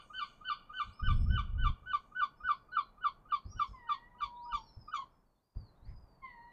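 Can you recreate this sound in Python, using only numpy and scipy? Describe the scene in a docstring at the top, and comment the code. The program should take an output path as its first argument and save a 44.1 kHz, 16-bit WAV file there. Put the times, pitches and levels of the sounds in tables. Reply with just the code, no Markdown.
"""A town street under the roofs, with a quiet hum all round. A gull on one roof gives a long run of
yelps, each a high note that breaks downward, shaped by windpipe and beak; slates and walls answer.
Farther off a second gull wails, and thin whistles, probably young gulls, glide above.
Right at the microphone, puffs of air and handling thump, and a sleeve rustles."""
import sys
import numpy as np
from scipy import signal
from scipy.fft import rfft, irfft
from scipy.io import wavfile
from scipy.ndimage import uniform_filter1d

SR = 44100
rng = np.random.default_rng(int(sys.argv[2]) if len(sys.argv) > 2 else 0)


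def store_pcm(level_fs):
    """Save levels as 16-bit WAV."""
    pcm = np.round(np.clip(level_fs, -1, 1) * 32767).astype(np.int16)
    wavfile.write(sys.argv[1], SR, np.atleast_2d(pcm).T)


N = 287532
TIME = np.arange(N) / SR
# Beak resonances on overtones and rasp. Each row: frequency in Hz, gain in dB.
BEAK_RESONANCES = [(2000, -13), (2350, -0.5), (2650, -2.5), (3060, 4), (3250, -4.5), (3500, -0.5),
                   (3900, -6), (4750, -16.5), (5200, -36.5), (5900, -25.5), (6500, -31), (7100, -33.5),
                   (7600, -44), (8300, -35), (9300, -52), (12000, -49.5)]


def amp(db):
    """Decibels to gain."""
    return 10 ** (np.asarray(db) / 20)


def unit(x):
    """Scales to rms 1."""
    return x / np.sqrt(np.mean(x ** 2) + 1e-20)


def read(points, hz):
    """A spectrum table's value at hz, joined on a log-frequency axis."""
    f, value = np.transpose(points)
    return np.interp(np.log(hz + 1), np.log(f), value)


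def curves(rows):
    """Sample times across a table, and each column at those times."""
    s, *columns = np.transpose(rows)
    t = np.arange(s[0], s[-1], 1 / SR)
    return [t] + [np.interp(t, s, c) for c in columns]


def add(mix, s, sound):
    """Mixes a sound in at time s."""
    part = mix[max(round(s * SR), 0):][:len(sound)]
    part += sound[:len(part)]


def noise(colour):
    """Noise of rms 1 with the given spectrum."""
    gain = amp(read(colour, np.fft.rfftfreq(N, 1 / SR)))
    return unit(irfft(rfft(rng.standard_normal(N)) * gain, N))


def wander(hz):
    """Random drift of rms 1, rolled off above hz."""
    rolloff = 1 + (np.fft.rfftfreq(N, 1 / SR) / hz) ** 4
    return unit(irfft(rfft(rng.standard_normal(N)) / rolloff, N))


def swells(rows, colour):
    """Soft humps of coloured noise, each centred on its time."""
    return noise(colour) * sum(amp(db) * np.cos(np.pi * np.clip((TIME - s) / length, -.5, .5)) ** 2
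                               for s, length, db in rows)


def yelp(row, drift, shimmer, rasp, settle_s=3.3, settled_hz=1499.3, dull_db=11, swell_db=6.5):
    """A soft pick-up, a held high note, then the voice breaks to a louder, rougher, falling note."""
    # The low note's fall. Each row: share of its length, pitch in Hz in the settled run, effort in dB.
    fall = [(0, 1339, -5.5), (.12, 1202, -2.5), (.28, 1179, -1), (.5, 1161, 3), (.72, 1109, -1),
            (.9, 1067, -2.5), (1.12, 1051, -23.5)]
    # Windpipe resonances on the fundamental. Each row: frequency in Hz, gain in dB.
    windpipe = [(950, 6.5), (1060, -4.5), (1120, -17), (1180, -1), (1250, 2.5), (1350, 0.5), (1520, 7.5)]
    # The treble shifts as the head turns. Each row: time in seconds, dB at 4-5 kHz, dB at 6-7 kHz.
    head_turns = [(.45, 7.5, -11.5), (1.3, -7.5, 2.5), (2.1, 2.5, 3), (2.7, 1, -12), (3.8, 5.5, -2.5),
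                  (4.9, 2.5, 19)]
    s, hold, pickup_db, high_db, low_db, length = row
    # the run starts sharp and bright, then settles
    top_hz = np.interp(s, [0, settle_s], [1535.3, settled_hz])
    high_bright_db = np.interp(s, [0, settle_s], [-44.5, -62.5]) - high_db
    low_bright_db = np.interp(s, [0, settle_s], [-51.5, -52.5]) - low_db
    # Pick-up and high note. Each row: seconds from the break, pitch in Hz, effort in dB.
    rise = [(-hold - .044, 1190, pickup_db - 17), (-hold - .03, 1220, pickup_db + 5.5),
            (-hold - .009, 1255, pickup_db - 7), (-hold - .002, top_hz * .95, high_db - 10),
            (-hold * .88, top_hz * .985, high_db - 5), (-hold * .5, top_hz, high_db - 4.5),
            (-min(hold * .24, .011), top_hz * .985, high_db + 2)]
    low_note = [(share * length, f * (top_hz / settled_hz) ** .5, low_db + db) for share, f, db in fall]
    t, hz, effort_db = curves(rise + low_note)
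    here = np.clip(((s + t) * SR).astype(int), 0, N - 1)
    broken = np.clip(.5 + t / .014, 0, 1)  # 0 on the high note, 1 on the low
    jitter = (.004 + .0055 * broken) * drift[here]
    phase = 2 * np.pi * np.cumsum(hz * (1 + jitter)) / SR
    stutter = 1 + (.08 + .35 * np.exp(-(t / .012) ** 2)) * shimmer[here]  # strongest in the break
    fundamental = amp(read(windpipe, hz)) * np.sin(phase) * stutter
    when, *treble = np.transpose(head_turns)
    mid_db, top_db = (np.interp(s, when, c) for c in treble)
    facing = [(3800, 0), (4400, mid_db), (5000, mid_db), (6200, top_db), (7100, top_db), (7700, .0059)]
    overtones = 0
    for k in range(2, 9):
        # the high note is purer than the low one; each overtone flutters on its own
        db = read(BEAK_RESONANCES, k * hz) + read(facing, k * hz) - dull_db * (1 - broken) * min(k - 2, 3)
        flutter = 1 + .35 * shimmer[(here + k * SR) % N]
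        overtones += amp(db) * np.sin(k * phase) * flutter
    overtones += amp(-12.5 + .9 * s) * (.067 + 1.1 * broken) * rasp[here]  # hoarser along the run
    # the pick-up is nearly pure; overtones build up through the high note
    bright_db = np.interp(t, [-hold - .01, -hold, -.006, .002],
                          [-25, high_bright_db - swell_db, high_bright_db + swell_db / 2, low_bright_db])
    bright_db -= 9 * np.exp(-(t / .0036) ** 2)  # and thin out for an instant in the break
    voice = np.sqrt(2) * amp(effort_db) * (fundamental + amp(bright_db) * overtones)
    return s + t[0], voice * signal.windows.tukey(len(t), .1)


def cry(rows, drift, jitter, third_db, fourth_db):
    """One drawn-out tone with four harmonics; the third and fourth are set against the second."""
    t, hz, first_db, second_db = curves(rows)
    phase = 2 * np.pi * np.cumsum(hz * (1 + jitter * drift[:len(t)])) / SR
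    upper = np.sin(2 * phase) + amp(third_db) * np.sin(3 * phase) + amp(fourth_db) * np.sin(4 * phase)
    voice = amp(first_db) * np.sin(phase) + amp(second_db) * upper
    return t[0], np.sqrt(2) * voice * signal.windows.tukey(len(t), .04)


def roof_gull():
    """The near gull's run of yelps, the last trailing off in a slur."""
    # Each row: time of the break and length of the high note in seconds, effort of pick-up,
    # high note and low note in dB, length of the low note in seconds.
    yelps = [(0.202, 0.065, -54, -51, -37, 0.052), (.498, 0.05, -56, -50.5, -34.5, 0.045),
             (0.799, 0.065, -50, -51, -35, 0.039), (1.083, 0.052, -48, -48, -37.5, 0.05),
             (1.377, 0.079, -61.5, -50, -35, 0.038), (1.647, 0.065, -66.5, -51, -32.5, 0.052),
             (1.929, .066, -66.5, -47.5, -30, 0.047), (2.214, 0.059, -60.5, -41, -29, 0.046),
             (2.489, .049, -54.5, -41, -28, 0.051), (2.77, 0.048, -63.5, -46, -28, 0.045),
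             (3.047, 0.033, -62.5, -52, -28.5, 0.045), (3.32, .03, -62.5, -61.5, -30, 0.054),
             (3.598, 0.035, -65, -63, -30, 0.055), (3.892, 0.02, -76, -61, -31.5, .065),
             (4.21, .026, -68, -74, -34, 0.058), (4.529, 0.037, -58.5, -64.5, -33.5, 0.053),
             (4.939, .023, -50.5, -54.5, -34.5, .04)]
    # Each row: time in seconds, pitch in Hz, fundamental and second harmonic in dB.
    slur = [(4.968, 1119, -52.5, -48.5), (4.995, 1072, -34.5, -78), (5.012, 1071, -48, -67),
            (5.03, 983, -51, -78), (5.06, 1130, -67, -101)]
    out, drift, shimmer = np.zeros(N), wander(420), wander(98)
    rasp = signal.sosfilt(signal.butter(4, 2600, "high", fs=SR, output="sos"), noise(BEAK_RESONANCES))
    for row in yelps:
        add(out, *yelp(row, drift, shimmer, rasp))
    add(out, *cry(slur, drift, jitter=.019, third_db=7, fourth_db=-3.5))
    return out


def far_gull(overshoot=.11, swing_s=.21, settle_s=.19, droop_s=.2034, accent_s=.076, rasp_db=-29):
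    """Wails farther off: each starts sharp with a rasp, swings below its pitch, settles, then droops."""
    # Each row: start and length in seconds, settled pitch in Hz, base level and opening accent in dB.
    wails = [(3.717, 0.92, 963.4, -56, -1.5), (6.213, .97, 974.5, -58, 9)]
    # A wail opens bright, eases, then swells to a pure hoot.
    # Each row: share of its length, gain of fundamental and second harmonic in dB.
    wail_shape = [(0, -18.5, -32.5), (0.034, 6.5, -14.5), (.085, -12, -6), (0.202, 6.5, -6.5),
                  (.37, -20, -7.5), (.58, 1.5, -39.5), (.85, 11, -42.5), (1, -3.5, -52)]
    out, drift = np.zeros(N), wander(99)
    share, *harmonics = np.transpose(wail_shape)
    for s, length, pitch, db, accent_db in wails:
        t = np.linspace(0, length, 200)
        swing = overshoot * np.exp(-t / settle_s) * np.cos(np.pi * t / swing_s)
        droop = .11 * np.maximum(1 - (length - t) / droop_s, 0) ** 2
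        push_db = accent_db * np.exp(-(t / accent_s) ** 2)
        first_db, second_db = (db + np.interp(t / length, share, c) for c in harmonics)
        rows = [s + t, pitch * (1 + swing - droop), first_db + push_db, second_db + 2.5 * push_db]
        add(out, *cry(np.transpose(rows), drift, jitter=.007, third_db=-24, fourth_db=-33))
    rasps = [(s + accent_s, 2 * accent_s, db + accent_db + rasp_db) for s, _, _, db, accent_db in wails]
    return out + swells(rasps, BEAK_RESONANCES)


def whistles(climb_hz=1360, climb_s=.054, flutter_db=4.5, lower_db=-14):
    """Wheezy tones that climb and swell, then slide and fade, quavering all the while."""
    # Each row: time of the top, rise and fall in seconds, top and end pitch in Hz, relative level in dB.
    calls = [(.02, .02, .14, 8770, 8210, -80), (0.959, .13, .42, 5180, 5250, -65.5),
             (.95, 0.067, .02, 8500, 8570, -74.5), (1.109, 0.01, .14, 8640, 8300, -71.5),
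             (2.392, 0.055, 0.36, 5290, 4440, -78.5), (2.73, 0.019, 0.18, 4280, 3950, -66),
             (3.47, .04, 0.14, 4990, 4700, -77), (3.52, 0.1, .18, 5674, 5550, -65),
             (3.68, 0.023, .13, 5240, 4720, -72), (4.459, 0.16, .1, 5025, 4825, -68.5),
             (4.581, 0.028, .35, 5574, 4775, -65.5), (4.612, .02, .1, 4720, 3870, -64),
             (5.13, 0.058, 0.094, 5340, 5250, -86), (5.27, 0.022, 0.13, 4520, 4220, -85.5),
             (5.45, .13, 0.14, 4780, 4850, -84.5), (5.58, 0.036, 0.14, 4750, 3950, -71),
             (5.89, 0.16, 0.31, 5060, 4490, -76), (6.22, 0.038, .35, 4495, 3950, -76.5)]
    quaver, drift, flutter, split = wander(14), wander(150), wander(37), wander(2.6)
    out = np.zeros(N)
    for s, rise, fall, top_hz, end_hz, level_db in calls:
        t = np.arange(-rise, fall, 1 / SR)
        to_top_s, slid = np.maximum(-t, 0), np.maximum(t / fall, 0)
        hz = top_hz - climb_hz * np.tanh((to_top_s / climb_s) ** 2) - (top_hz - end_hz) * slid ** 1.4
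        db = level_db - 17 * to_top_s / rise - 10.5 * slid
        here = ((s + t) * SR).astype(int) % N
        hz *= 1 + (.005 + .039 * to_top_s / rise) * drift[here] + .009 * quaver[here]
        tone = np.sin(2 * np.pi * np.cumsum(hz) / SR)
        # the other side of the syrinx adds a weaker, slightly lower tone
        lower_hz = hz * (1 - .038 * (1 + .5 * split[here]))
        tone += amp(lower_db) * np.sin(2 * np.pi * np.cumsum(lower_hz) / SR)
        add(out, s - rise, np.sqrt(2) * amp(db) * tone * signal.windows.tukey(len(t), .2))
    return out * amp(flutter_db * flutter)


def echoes(x):
    """The direct sound and its first single reflections: one off the ground, then off roof and walls."""
    # Each row: delay in seconds, gain in dB.
    reflections = [(.0052, -9), (0.0128, -9.5), (0.023, -21.5), (0.039, -22.5), (0.099, -41.5)]
    out = x.copy()
    for delay, db in reflections:
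        add(out, delay, amp(db) * x)
    return out


def scatter(x, decay, gap_s):
    """Sparse reflections after a gap, each band dying at its own speed."""
    taps = rng.standard_normal(SR) * (rng.random(SR) < 2500 / SR) * (TIME[:SR] > gap_s)
    hz, t, bands = signal.stft(taps, SR, nperseg=256)
    tail = signal.istft(bands * amp(-60 * t / read(decay, hz)[:, None]), SR, nperseg=256)[1]
    return signal.fftconvolve(x, tail / np.linalg.norm(tail))[:N]


def roofs(x):
    """Quick scatter from slates and railings."""
    # Each row: frequency in Hz, seconds to die away by 60 dB.
    decay = [(1500, 0.16), (3300, .14), (4500, 0.23), (9000, 0.14)]
    return scatter(x, decay, gap_s=.002)


def street(near, far):
    """The street rings with the near gull and the birds farther off."""
    # Each row: frequency in Hz, seconds to die away by 60 dB.
    decay = [(500, 0.34), (1300, 0.43), (2400, .5), (3400, 0.47), (4600, .5), (9000, 0.033)]
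    # Wetter while the near gull faces away. Each row: time in seconds, gain into the street in dB.
    wetness = [(0, -17.5), (1.4, -17.5), (2.2, -28), (5, -28.5), (6.5, -15)]
    ring = scatter(near * amp(np.interp(TIME, *np.transpose(wetness))) + far, decay, gap_s=.0071)
    # the run is already under way: the street still rings with an earlier yelp
    add(ring, 0, amp(3) * ring[round(.28 * SR):][:SR // 7] * np.linspace(1, 0, SR // 7))
    return ring


def gusts():
    """Lumpy low pressure as air crosses the microphone: one long gust and some light puffs."""
    # The long gust. Each row: time in seconds, level in dB.
    gust = [(1.0, -46.5), (1.028, -35.5), (1.086, -26), (1.282, -31), (1.302, -25.5), (1.46, -41),
            (1.664, -27), (1.7, -28), (1.78, -65)]
    # Each row: centre and length in seconds, level in dB.
    puffs = [(.885, 0.14, -48), (1.88, 0.41, -57.5), (5.9, 0.22, -45), (6.02, .2, -57.5)]
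    # Spectrum of the eddies. Each row: frequency in Hz, gain in dB.
    colour = [(11, -35), (18, 2), (43, -2), (70, -1.5), (115, -9.5), (168, -23), (199, -19.5), (336, -48.5),
              (362, -36), (403, -47), (700, -51), (910, -76), (1540, -120)]
    level = np.zeros(N)
    t, db = curves(gust)
    add(level, t[0], amp(db) * signal.windows.tukey(len(t), .05))
    eddies = noise(colour)
    running_rms = np.sqrt(uniform_filter1d(eddies ** 2, size=3000) + 1e-9)
    return level * eddies / running_rms + swells(puffs, colour)


def handling(rumble_db=-10, rumble_s=.043):
    """Each bump on the microphone is a damped low swing with a little rumble lingering after it."""
    # Each row: start in seconds, level in dB, pitch in Hz, time to peak in seconds.
    bumps = [(2.429, -49.5, 52, 0.014), (3.452, -34.5, 61, 0.009), (3.544, -42.5, 40.16, 0.014),
             (3.677, -45.5, 49, 0.029), (4.22, -51.5, 44.75, .033), (4.518, -42.5, 35.2, 0.023),
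             (4.767, -40, 67, 0.0055), (5.556, -33, 44.1, 0.015)]
    # Spectrum of the rumble. Each row: frequency in Hz, gain in dB.
    colour = [(15, -13), (45, -1), (110, 5), (160, -10.5), (200, -5.5), (300, -22), (600, -29), (1500, -49),
              (4000, -86.5)]
    out, rumble, t = np.zeros(N), noise(colour), np.arange(SR // 4) / SR
    for s, db, hz, decay in bumps:
        swing = -(t / decay) ** 2 * np.exp(2 - 2 * t / decay) * np.sin(2 * np.pi * hz * t)
        linger = np.minimum(t / decay, np.exp((decay - t) / rumble_s))
        add(out, s, amp(db) * (swing + amp(rumble_db) * linger * rumble[round(s * SR):][:len(t)]))
    return out


def sleeve():
    """A sleeve rustles as the hand moves."""
    # Each row: centre and length in seconds, level in dB.
    rustles = [(5.59, 0.086, -90), (5.9, 0.14, -74.5)]
    # Spectrum of the cloth. Each row: frequency in Hz, gain in dB.
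    colour = [(600, -22), (1400, -3), (2100, 10), (2700, -12), (6000, -18), (12000, -34)]
    return swells(rustles, colour)


def town(hum_db=-65, air_db=-91, lull_s=(5.07, 5.55), lull_db=-16.5):
    """Distant town hum with one lull, a faint even hiss, and soft swells of high hiss."""
    # Spectra of the hum and the high hiss. Each row: frequency in Hz, gain in dB.
    hum_colour = [(15, -12), (24, 4), (45, 0.5), (66, -6.5), (85, -11.5), (120, -6.5), (200, -9),
                  (330, -15.5), (580, -16.5), (1050, -16), (1300, -23.5), (1900, -32.5), (3200, -46),
                  (5000, -52.5)]
    hiss_colour = [(4500, -32), (5800, -7), (6700, 1), (7500, -14), (8400, -5), (9300, -25.5), (14000, -27)]
    # Each row: centre and length in seconds, level in dB.
    hisses = [(.2, 0.71, -80), (.83, .3, -80), (2.03, 0.71, -90), (3.68, 0.33, -84.5)]
    dip_db = np.interp(TIME, lull_s, [0, lull_db], right=0)  # sinks, then comes straight back
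    hum = noise(hum_colour) * amp(hum_db + dip_db)
    return hum + swells(hisses, hiss_colour) + amp(air_db) * rng.standard_normal(N)


def scene():
    """One microphone: birds in the street, air and handling up close, the town behind."""
    near, wail, thin = roof_gull(), far_gull(), whistles()
    # the overtones beam past the listener, so much of them arrives scattered
    treble = signal.sosfiltfilt(signal.butter(4, 1900, "high", fs=SR, output="sos"), near)
    body = near - treble
    birds = echoes(body) + amp(-2) * treble + wail + amp(-4) * thin
    birds += roofs(amp(-5) * treble + amp(-14) * (body + wail) + amp(-11) * thin)
    birds += street(near, far=amp(-12) * wail + amp(-19) * thin)
    return (birds + gusts() + handling() + sleeve() + town())[None]


def record(dry):
    """The recorder's band limit: a steep low-pass at 14.9 kHz."""
    lowpass = signal.firwin(511, 14900, window=("kaiser", 9), fs=SR)
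    return signal.oaconvolve(dry, lowpass[None], "same")


dry = scene()
out = record(dry)
store_pcm(out)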